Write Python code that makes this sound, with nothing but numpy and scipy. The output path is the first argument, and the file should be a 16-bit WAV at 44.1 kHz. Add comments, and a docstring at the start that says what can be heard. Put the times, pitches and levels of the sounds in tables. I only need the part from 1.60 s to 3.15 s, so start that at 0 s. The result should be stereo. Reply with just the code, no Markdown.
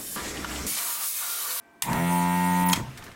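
"""Workbench in a quiet room: a desoldering gun's diaphragm pump spins up, buzzes and coasts to a stop.
The buzz sums orders of the stroke rate, coloured by the housing, with rattling noise and a mount drone.
Shaped noise hisses through the nozzle, and short noise cracks snap the trigger at both ends.
Gliding fuzzy tones squeak as the nozzle leaves the joint, noise bursts rustle as hands move afterwards,
and steady sines make a faint fan whine over the room noise."""
import sys
import numpy as np
from scipy import signal
from scipy.fft import rfft, irfft
from scipy.io import wavfile
from scipy.ndimage import uniform_filter1d

SR = 44100
rng = np.random.default_rng(int(sys.argv[2]) if len(sys.argv) > 2 else 0)


def magnitude_from_level(level_db):
    """Linear magnitude for a level in decibels (20 dB per decade)."""
    exponent = np.asarray(level_db, float) / 20
    return 10 ** exponent


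def file_out(sig):
    """Save sig as 16-bit WAV at sys.argv[1]."""
    # one column per channel
    cols = np.atleast_2d(sig).T
    # limit, then scale
    lim = np.clip(cols, -1, 1)
    pcm = np.round(lim * 32767).astype(np.int16)
    wavfile.write(sys.argv[1], SR, pcm)


N = 68355
T = np.arange(N) / SR


def unit(x):
    """Scales to rms 1."""
    return x / np.sqrt(np.mean(x ** 2) + 1e-20)


def level(x):
    """Evens out the slow loudness to an rms near 1."""
    power = uniform_filter1d(uniform_filter1d(x ** 2, 1500), 1500)
    return x / np.sqrt(power + 1e-12)


def curve(table, index=1, left=None, right=None):
    """Reads a column over time; left and right hold outside the table."""
    columns = np.transpose(table)
    return np.interp(T, columns[0], columns[index], left, right)


def read(table, hz):
    """Reads a spectrum in dB on a log frequency axis, -100 dB outside it."""
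    f, db = np.transpose(table)
    return np.interp(np.log(hz + 1), np.log(f + 1), db, -100, -100)


def colour(x, db_at):
    """Minimum-phase filter with the gain db_at(Hz), so nothing sounds ahead of its cause."""
    log_gain = np.log(magnitude_from_level(np.maximum(db_at(np.fft.rfftfreq(8192, 1 / SR)), -100)))
    # the Hilbert transform of the log gain gives the phase
    log_response = np.conj(signal.hilbert(np.r_[log_gain, log_gain[-2:0:-1]]))
    impulse = np.fft.ifft(np.exp(log_response)).real[:4096]
    return signal.oaconvolve(x, impulse)[:len(x)]


def resonate(x, hz, width_hz):
    """Resonance of gain 1 that follows hz: shifted to 0 Hz, smoothed by one pole, shifted back."""
    turn = np.exp(2j * np.pi * np.cumsum(hz * np.ones(len(x))) / SR)
    r = np.exp(-np.pi * width_hz / SR)
    return 2 * (turn * signal.lfilter([1 - r], [1, -r], x / turn)).real


def noise(table, patchy_db):
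    """Noise of rms 1 from random short-time spectra with drifting patches."""
    real, imag, patches = rng.standard_normal((N // 128 + 6, 257, 3)).T
    patches = unit(uniform_filter1d(uniform_filter1d(patches, 8, 0), 16, 1))
    tone_db = read(table, np.fft.rfftfreq(512, 1 / SR))[:, None]
    spectra = (real + 1j * imag) * magnitude_from_level(tone_db + patchy_db * patches)
    return unit(signal.istft(spectra, nperseg=512, noverlap=384)[1][:N])


def bands(x, edges_hz):
    """Splits into bands at the given edges."""
    spectrum = rfft(x)
    part = np.searchsorted(edges_hz, np.fft.rfftfreq(len(x), 1 / SR))
    return [irfft(spectrum * (part == k), len(x)) for k in range(len(edges_hz) + 1)]


def pump_speed():
    """Stroke rate of the diaphragm in Hz: it spins up, settles and coasts down."""
    # each: start_s, strokes_hz
    spin_up = [(.235, 29.8), (.29, 52.6), (.326, 59.4), (.344, 61.4), (.36, 74), (.385, 83.4)]
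    running = [(.42, 85.6), (.486, 87.3), (.53, 87.8), (.66, 88.1), (.76, 89.0), (1.04, 90.0), (1.13, 90.2)]
    coast = [(1.15, 78), (1.17, 46.3), (1.21, 43), (1.3, 23), (1.4, 20)]
    return curve(spin_up + running + coast)


def pump(speed, turns):
    """Orders of the stroke rate sound through the housing; loose parts rattle and the mount drones when shaken."""
    # levels of the buzz over time: start_s, thump_db, low_buzz_db, housing_ring_db, upper_buzz_db, mount_db
    pump_levels = [(.235, -47, -52.5, -44.5, -50, -67), (.285, -34, -39.5, -30, -38, -34),
                   (.32, -28, -37, -30.5, -36.5, -37.5), (.37, -28.5, -35.5, -31, -33, -37),
                   (.43, -25, -33, -35, -37, -39.5), (.48, -24.5, -39, -34, -33.5, -45),
                   (.53, -25.5, -36.5, -26, -38, -67), (.72, -26, -39.5, -28, -35.5, -53),
                   (1.125, -24.5, -40, -25.5, -35.5, -71), (1.155, -35, -43.5, -37, -34.5, -45),
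                   (1.18, -37.5, -40, -42, -41, -39.5), (1.205, -32, -41, -39.5, -43.5, -27),
                   (1.235, -39.5, -50.5, -43.5, -70, -41), (1.29, -51, -55, -51, -67, -35.5),
                   (1.31, -44, -73, -65, -54, -47), (1.345, -55, -92, -74, -67, -45),
                   (1.4, -59, -69, -69, -51.5, -53)]
    # edges between thump, low buzz, housing ring and upper buzz [Hz]
    split_hz = (320, 750, 1120)
    # relative level_db of orders 1, 2, 3.. at running speed
    stroke_db = [-19, 2.5, -8.5, -16.5, -22.5, -21, -18, -14, -23.5, 1, -4, -19.5, -22.5, -15.5, -19.5,
                 -13.5, -36, -15, -41, -26.5, -7, -18.5, -25.5, -14.5, -19, -18, -23, -31, -23, -21.5,
                 -20.5, -39, -27.5]
    # body response between and beyond those orders: pitch_hz, relative level_db
    housing = [(60, -8), (130, -7.5), (945, -8), (3300, -28.5), (4400, -35.5)]
    # rattle spectrum of the loose parts: pitch_hz, relative density_db (per Hz)
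    shake = [(24, -69), (40, -17), (176, -9.5), (480, -14.5), (890, -18.5), (1140, -9), (1920, -11),
             (4000, -29), (5200, -71)]
    run_hz = 89.3
    spread_rad = 0.3  # phase spread of the push, per order squared
    waver_db = 2.4  # slow waver of each order, before its smoothing
    shake_db, off_speed_db = -19.5, 40.5  # rattle at full speed; its rise per share of speed lost
    shell_hz, shell_width_hz, shell_db = 945, 55, 45  # shell ring in the rattle; dB per share of speed lost
    mount_hz, mount_width_hz = 131.5, 7.7

    orders = [(k * run_hz, db) for k, db in enumerate(stroke_db, 1)]
    shape = sorted([(35, -25)] + orders + housing)
    waver = uniform_filter1d(rng.standard_normal((110, 80)), 3, 1)
    body = np.zeros(N)
    for k, row in enumerate(waver, 1):
        drift = np.interp(T, np.linspace(0, T[-1], len(row)), row)
        db = read(shape, k * speed) + waver_db * drift
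        # low orders line up into a push, the rest fall at random
        phase = spread_rad * k ** 2 if k < 4 else 2 * np.pi * rng.random()
        body += magnitude_from_level(db) * np.cos(2 * np.pi * k * turns + phase)

    rattle = noise(shake, 6.4)
    slack = np.clip(1 - speed / run_hz, 0, 0.5)  # share of speed lost
    shell = resonate(rattle, shell_hz, shell_width_hz)
    rattle = rattle + magnitude_from_level(shell_db * np.minimum(slack, 0.3)) * shell
    body = level(body) + magnitude_from_level(shake_db + off_speed_db * slack) * rattle

    mount = resonate(body, mount_hz, mount_width_hz)
    mount = resonate(mount, mount_hz, 2 * mount_width_hz)
    parts = bands(body, split_hz) + [mount]
    return sum(magnitude_from_level(curve(pump_levels, k, -106, -92)) * level(part) for k, part in enumerate(parts, 1))


def knocks():
    """Single hard strokes off speed thump the body: short dying sines."""
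    # start_s, level_db (before the decay), pitch_hz
    hard_strokes = [(.311, -17.5, 199), (.330, -19, 160), (0.348, -22.5, 272), (.360, -22, 171),
                    (1.152, -21.5, 222), (1.174, -16.5, 210), (1.191, -20.5, 128), (1.226, -26, 66)]
    decay_cycles = 4.9  # cycles to die by 60 dB
    out = np.zeros(N)
    for start_s, db, hz in hard_strokes:
        cycles = np.maximum(T - start_s, 0) * hz
        onset = np.minimum(2 * cycles, 1)
        out += magnitude_from_level(db - 60 * cycles / decay_cycles) * np.sin(2 * np.pi * cycles) * onset
    return out


def air(turns):
    """Nozzle hiss, puffing a little with each stroke, and a valve ringing in it."""
    # hiss over time: start_s, lower_level_db, upper_level_db
    air_levels = [(.225, -38, -31.5), (.28, -43, -45.5), (.37, -44, -42.5), (.5, -43, -40),
                  (.56, -41.5, -37), (.66, -43.5, -42.5), (.75, -43.5, -40.5), (1.04, -42, -39),
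                  (1.07, -78, -52), (1.09, -37, -39), (1.115, -43.5, -34), (1.15, -39.5, -49),
                  (1.19, -43, -49), (1.25, -61.5, -66)]
    # hiss spectrum: pitch_hz, relative density_db (per Hz)
    air_tone = [(1760, 1.5), (3000, -7), (5400, -9.5), (5960, -6), (6620, -8.5), (8460, -1), (14700, -4.5),
                (16000, -2)]
    puff = 0.043  # depth of the swell per stroke
    valve_hz, valve_width_hz, valve_db = 8620, 120, -9  # dB against the upper hiss

    hiss = noise(air_tone, 2.5) * (1 + puff * np.cos(2 * np.pi * turns))
    valve = unit(resonate(rng.standard_normal(N), valve_hz, valve_width_hz))
    low, high = bands(hiss, (8000,))
    lower = magnitude_from_level(curve(air_levels, 1, -75.5, -83)) * unit(low)
    upper = magnitude_from_level(curve(air_levels, 2, -77.0, -97)) * (unit(high) + magnitude_from_level(valve_db) * valve)
    return lower + upper


def burst(start_s, peak_db, t60_s, centre_hz):
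    """A crack of dying noise, strongest in gain at its centre frequency."""
    rise_s, skirt_db = 0.0005, 2  # skirt in dB per octave squared
    age = np.maximum(T - start_s, 0)
    x = rng.standard_normal(N) * np.minimum(age / rise_s, 1) * magnitude_from_level(-60 * age / t60_s)
    # a third brings the noise peaks near peak_db
    return magnitude_from_level(peak_db) * colour(x, lambda f: -skirt_db * np.log2((f + 1) / centre_hz) ** 2) / 3


def snaps():
    """Each trigger snap or tick cracks and rings the plastic grip."""
    # start_s, approximate peak_db, t60_s, centre_hz
    trigger = [(0.2212, -7.5, 0.029, 7900), (0.2224, -9.5, 0.021, 4200), (0.331, -17, 0.017, 5440),
               (1.0982, -13.5, 0.012, 5950), (1.1292, -8.5, 0.017, 5000), (1.1309, -6.5, 0.012, 1502),
               (1.1319, -3, 0.031, 3430), (1.159, -17, 0.031, 3930), (1.168, -24, 0.032, 4000)]
    # grip resonances: pitch_hz, relative level_db
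    plastic = [(1000, 8.5), (1750, -10), (2550, -6.5), (3280, 2), (4150, -5), (4960, -20), (6500, -21),
               (9500, -9), (12550, -10)]
    ring_t60_s = 0.011
    crack = sum(burst(*row) for row in trigger)
    # bandwidth in Hz is 2.2 over the decay time
    ring = sum(magnitude_from_level(db) * resonate(crack, hz, 2.2 / ring_t60_s) for hz, db in plastic)
    return crack + magnitude_from_level(-1.5) * ring * np.sqrt(ring_t60_s * SR) / 8


def squeaks():
    """Short whistles through the narrowing gap: gliding sines with resonant noise as fuzz."""
    # start_s, length_s, start_hz, end_hz, level_db (sine peak), noise_share (rms against sine peak)
    whistles = [(1.05, .035, 15200, 14700, -36, 1.5), (1.056, .034, 12000, 12100, -35, .5),
                (1.083, .012, 11900, 9600, -30, 1.2), (1.1185, .008, 6900, 6850, -24, .1),
                (1.125, .015, 6450, 6700, -29, .2)]
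    fuzz_width_hz = 910
    out = np.zeros(N)
    for start_s, length_s, start_hz, end_hz, db, noise_share in whistles:
        u = np.clip((T - start_s) / length_s, 0, 1)
        hz = start_hz + (end_hz - start_hz) * u
        tone = np.sin(2 * np.pi * np.cumsum(hz) / SR)
        fuzz = unit(resonate(rng.standard_normal(N), hz, fuzz_width_hz))
        out += magnitude_from_level(db) * np.sin(np.pi * u) * (tone + noise_share * fuzz)
    return out


def hands():
    """Sleeve rustle; fingers scrape the board and ring it."""
    # finger scrapes: start_s, approximate peak_db, t60_s, centre_hz
    rustles = [(1.3743, -28.5, 0.098, 4150), (1.424, -24.5, 0.039, 1410), (1.438, -31, 0.087, 6000),
               (1.4644, -28.5, 0.059, 1630), (1.48, -32, 0.052, 1500), (1.515, -34, 0.081, 1980)]
    # board resonances: pitch_hz, level_db (gain)
    board_modes = [(990, 17), (1450, 3), (1750, 16), (2120, 7), (2850, -17), (3800, -14)]
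    # sleeve spectrum: pitch_hz, relative density_db (per Hz)
    cloth = [(18, -32), (30, 1.5), (328, -10.5), (962, -17), (1190, -12.5), (1760, -15.5), (16000, -34.5)]
    # sleeve loudness over time: start_s, level_db
    cloth_levels = [(1.2, -45.5), (1.38, -46.5), (1.41, -46.5), (1.47, -45.5), (1.55, -51)]
    board_width_hz = 73
    scrape = sum(burst(*row) for row in rustles)
    board = sum(magnitude_from_level(db) * resonate(scrape, hz, board_width_hz) for hz, db in board_modes)
    sleeve = magnitude_from_level(curve(cloth_levels, 1, -99)) * noise(cloth, 1.5)
    return sleeve + scrape + board


def room_tone():
    """Quiet room noise with a fan's whine of steady sines."""
    # room spectrum: pitch_hz, relative density_db (per Hz)
    room = [(18, -30), (30, 1), (140, -25), (210, -1.5), (380, -7.5), (540, -17), (684, -14.5), (960, -9.5),
            (1400, -17.5), (2600, -22.5), (4000, -32), (16000, -46)]
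    # fan whine: pitch_hz, level_db (rms)
    fan = [(683.7, -65.5), (1556, -63.5), (1943, -74.5), (2336, -71.5)]
    whine = sum(magnitude_from_level(db) * np.sqrt(2) * np.sin(2 * np.pi * (hz * T + rng.random())) for hz, db in fan)
    return magnitude_from_level(-59) * noise(room, 1.2) + whine


def reverb(x):
    """Room reflections: sparse random taps dying away."""
    t60_s = 0.21
    taps = np.zeros(SR // 2)
    slots = np.arange(150, SR // 2 - 22, 22)  # one tap in every 22 samples
    taps[slots + rng.integers(0, 22, len(slots))] = rng.choice([-1., 1.], len(slots))
    taps *= magnitude_from_level(-60 * np.arange(len(taps)) / SR / t60_s)
    return signal.fftconvolve(x, taps / np.linalg.norm(taps))[:N]


def scene():
    """Mixes the bench in mono on two equal channels; only snaps and squeaks feed the reverb."""
    wet_db = -13
    speed = pump_speed()
    turns = np.cumsum(speed) / SR  # strokes so far
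    sharp = snaps() + squeaks()
    machine = pump(speed, turns) + knocks() + air(turns)
    mono = machine + sharp + magnitude_from_level(wet_db) * reverb(sharp) + hands() + room_tone()
    return np.array([mono, mono])


def top_cut(x):
    """Nothing passes above 16.8 kHz: a steep low-pass."""
    return signal.sosfilt(signal.butter(12, 16810, fs=SR, output="sos"), x)


def record(dry):
    """Limits the band to 15.9 kHz with a linear-phase low-pass and finishes the mix."""
    low_pass = signal.firwin(255, 15900, window=("kaiser", 8), fs=SR)[None]
    mix = signal.oaconvolve(dry, low_pass, "same")
    return top_cut(mix)


dry = scene()
out = record(dry)
file_out(out)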